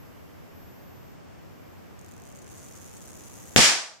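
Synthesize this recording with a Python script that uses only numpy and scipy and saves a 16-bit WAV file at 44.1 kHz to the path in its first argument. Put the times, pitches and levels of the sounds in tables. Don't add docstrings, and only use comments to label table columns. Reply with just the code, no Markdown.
import sys
import numpy as np
from scipy import signal
from scipy.fft import rfft, irfft, next_fast_len
from scipy.io import wavfile
from scipy.ndimage import map_coordinates

SR = 44100
rng = np.random.default_rng(int(sys.argv[2]) if len(sys.argv) > 2 else 0)


def persist_wave(psi):
    counts = np.round(np.clip(psi, -1, 1) * 32767).astype(np.int16)
    wavfile.write(sys.argv[1], SR, np.atleast_2d(counts).T)


N = 176400

# f/Hz, level/dB
AIR_EQ = [(20, -31), (45, -10.5), (85, -1.5), (170, -4), (320, -6), (420, -8.5), (600, -9.5), (1000, -13),
          (1500, -16), (2800, -21.5), (4000, -29), (5300, -27), (7500, -31), (10000, -38), (11500, -48.5),
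          (15500, -45)]
# f/Hz, side level/dB
AIR_WIDTH = [(30, -2), (150, 9.5), (300, 5), (600, 4), (1000, 0.5), (2000, -2), (8000, -.5)]
# t/s, f/Hz
WHINE_PITCH = [(0, 12190), (.45, 12200), (.6, 12160), (1.15, 12135), (1.8, 12185), (3.5, 12200)]
# t/s, level/dB
WHINE_LEVEL = [(0.0, -62.5), (0.1, -67.5), (0.52, -69), (0.56, -63), (1.12, -68.5), (1.18, -78.5),
               (1.65, -68), (1.78, -69.5), (2.61, -78), (2.85, -67), (3.12, -78), (3.5, -66)]
TICK_CUES = [1.992, 2.0135, 2.046, 2.062, 2.084, 2.090, 2.113, 2.120, 2.138, 2.165, 2.179, 2.1995, 2.220,
             2.2378, 2.2532, 2.2615, 2.2685, 2.275, 2.2895, 2.301, 2.3163, 2.3245, 2.350, 2.3565, 2.3595,
             2.3663, 2.373, 2.3875, 2.391, 2.4178, 2.4213, 2.426, 2.4442, 2.463, 2.468, 2.477, 2.481, 2.490]
# t/s, lead ticks per second, share that set off a follower
SPUTTER = [(2.497, 185, 0.23), (2.8, 150, 0.37), (3.1, 130, .7), (3.55, 133, 1)]
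# f/Hz, level/dB
TICK_EQ = [(1000, -12), (4200, -14), (5200, -10.5), (6200, -1.5), (6800, 1), (7400, -6.5), (8150, -2.5),
           (8900, -9.5), (10600, -7.5), (12000, -15.5), (12900, -7), (13800, -12), (15800, -22)]
# f/Hz, t60/s
ROOM_DECAY = [(100, 0.34), (300, 0.41), (650, 0.66), (1300, 0.51), (2500, .42), (5000, 0.47), (8000, 0.43),
              (14000, 0.33)]
# f/Hz, level/dB
SNAP_EQ = [(150, -5.5), (1000, 0.5), (2300, 6.5), (6000, -4.5), (9000, -20), (15000, -27)]
# f/Hz, level/dB
BOOM_EQ = [(25, -10), (80, -6), (180, 2), (330, -4), (450, -5), (900, -3.5), (2000, -23.5), (8000, -62)]
# f/Hz, level/dB
BLAST_EQ = [(30, -45), (90, -14.5), (150, -11.5), (260, -10), (380, -12), (600, -11), (1050, -8), (2300, 1),
            (4000, -4), (5300, -1), (7500, -4.5), (10000, -12.5), (12400, -23), (15500, -27)]
# f/Hz, side level/dB
BLAST_WIDTH = [(40, 0), (200, 4), (400, -2), (800, -5), (2500, -1), (8000, 0)]

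SPARK_S = 3.5622
TIME = np.arange(N) / SR


def amp(db):
    return 10 ** (np.asarray(db) / 20)


def unit(x):
    return x / np.sqrt(np.mean(x ** 2) + 1e-20)


def along(points, hz):
    freqs, values = np.transpose(points)
    return np.interp(np.log(hz + 1), np.log(freqs + 1), values)


def automation(rows):
    times, *columns = np.transpose(rows)
    return [np.interp(TIME, times, column) for column in columns]


def wobble(rate):
    return map_coordinates(rng.standard_normal(N // 20), [TIME * rate], mode="wrap")


def decay(t, t60):
    return np.exp(-np.log(1000) * np.maximum(t, 0) / t60)


def filtered(x, response):
    size = next_fast_len(N + SR // 2)
    return irfft(rfft(x, size) * response(np.fft.rfftfreq(size, 1 / SR)), size)[..., :N]


def equalised(x, eq):
    size = 2 * next_fast_len(N)
    gain = unit(amp(along(eq, np.fft.rfftfreq(size, 1 / SR))))
    cepstrum = irfft(np.log(gain))
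    cepstrum[1:size // 2] *= 2
    cepstrum[size // 2 + 1:] = 0
    return irfft(rfft(x, size) * np.exp(rfft(cepstrum)), size)[..., :N]


def noise(eq):
    return unit(equalised(rng.standard_normal((2, N)), eq))


def widened(x, width):
    mid = (x[0] + x[1]) / 2
    side = filtered((x[0] - x[1]) / 2, lambda hz: amp(along(width, hz)))
    return np.array([mid + side, mid - side])


def room_tone(drone_hz=89):
    drone = unit(np.sin(2 * np.pi * np.cumsum(drone_hz + 4 * wobble(14)) / SR))
    return widened(amp(-50) * noise(AIR_EQ), AIR_WIDTH) + amp(-66) * drone


def driver_whine(waver_hz=6):
    pitch, = automation(WHINE_PITCH)
    level_db, = automation(WHINE_LEVEL)
    phase = 2 * np.pi * np.cumsum(pitch + waver_hz * wobble(40)) / SR
    mid = amp(level_db) * unit(np.sin(phase))
    side = amp(-68.5 + 0.67 * wobble(5.5)) * unit(np.cos(phase))
    return np.array([mid + side, mid - side])


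def tick_times(count=400, recharge_spread=0.3, follow_s=0.0018):
    rate, share = automation(SPUTTER)
    charge = np.cumsum(rate * (TIME > SPUTTER[0][0])) / SR
    gaps = np.exp(recharge_spread * rng.standard_normal(count))
    lead = np.interp(np.cumsum(gaps) - gaps[0] / 2, charge, TIME)
    chance = rng.random(count)
    delay = follow_s * (0.5 + rng.random(count))
    share = np.interp(lead, TIME, share)
    second = (lead + delay)[chance < share]
    third = (lead + 2 * delay)[chance < share ** 2]
    times = np.concatenate([TICK_CUES, lead, second, third])
    return times[times < SPARK_S]


def room_tail():
    hz, t, spectrum = signal.stft(rng.standard_normal((2, SR)), SR, nperseg=256)
    return signal.istft(spectrum * decay(t, along(ROOM_DECAY, hz)[:, None]), SR)[1][:, :SR]


def corona(rise_s=0.00018, send_db=-5.5):
    pulses = amp(-31) * np.bincount(np.round(tick_times() * SR).astype(int), minlength=N)
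    age = TIME[:SR // 20]
    frame_scatter = (decay(age, t60=0.005) * (1 - np.exp(-age / rise_s))) ** 2
    power = signal.fftconvolve(pulses ** 2, frame_scatter / frame_scatter.sum())[:N]
    close = np.sqrt(np.abs(power)) * np.sign(rng.standard_normal((2, N)))
    tail = room_tail()
    reverb = signal.fftconvolve(close, tail / np.linalg.norm(tail[0]), axes=1)[:, :N]
    return equalised(close + amp(send_db) * reverb, TICK_EQ)


def spark(rise_s=0.0001, push_s=0.00099):
    age = np.maximum(TIME - SPARK_S, 0)
    attack = (1 - np.exp(-age / rise_s)) ** 2
    shock = amp([[15.5], [-12]]) * (1 - age / push_s) * np.exp(-age / push_s)
    snap = amp(12) * decay(age, t60=0.0046) * noise(SNAP_EQ)
    return attack * (shock + snap + room_answer(age))


def room_answer(age, near_wall_s=0.00098, far_wall_s=0.013, build_s=0.006, boom_hold_s=0.033):
    onset = round((SPARK_S + near_wall_s) * SR)
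    tail = np.pad(room_tail(), ((0, 0), (onset, 0)))[:, :N]
    build = 1 - np.exp(-age / build_s)
    boom = decay(age - boom_hold_s, t60=0.12) * noise(BOOM_EQ)
    choke = np.sqrt(1 + (amp(13.5) * boom) ** 2)
    squashed = np.clip(amp(12) * build * tail / choke, -1, 1)
    blast = amp(5.5) * equalised(squashed, BLAST_EQ)
    lull = amp(-3.5 * (1 - np.tanh((age - far_wall_s) / 0.001)) / 2)
    return lull * widened(blast + amp(0.5) * build * boom, BLAST_WIDTH)


def scene():
    return room_tone() + driver_whine() + corona() + spark()


def record(dry):
    threshold_db, attack_s, lag_s = -12, 0.0011, 0.00115
    clip_hardness, high_cut_hz = 4, 15850
    pole = np.exp(-1 / (attack_s * SR))
    power = signal.lfilter([1 - pole], [1, -pole], np.mean(dry ** 2, axis=0))
    over_db = np.maximum(10 * np.log10(power + 1e-12) - threshold_db, 0)
    duck_db = np.maximum.accumulate(over_db)
    ducked = dry * amp(-np.interp(TIME - lag_s, TIME, duck_db))
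    clipped = ducked / (1 + np.abs(ducked) ** clip_hardness) ** (1 / clip_hardness)
    return filtered(clipped, lambda hz: hz < high_cut_hz)


dry = scene()
out = record(dry)
persist_wave(out)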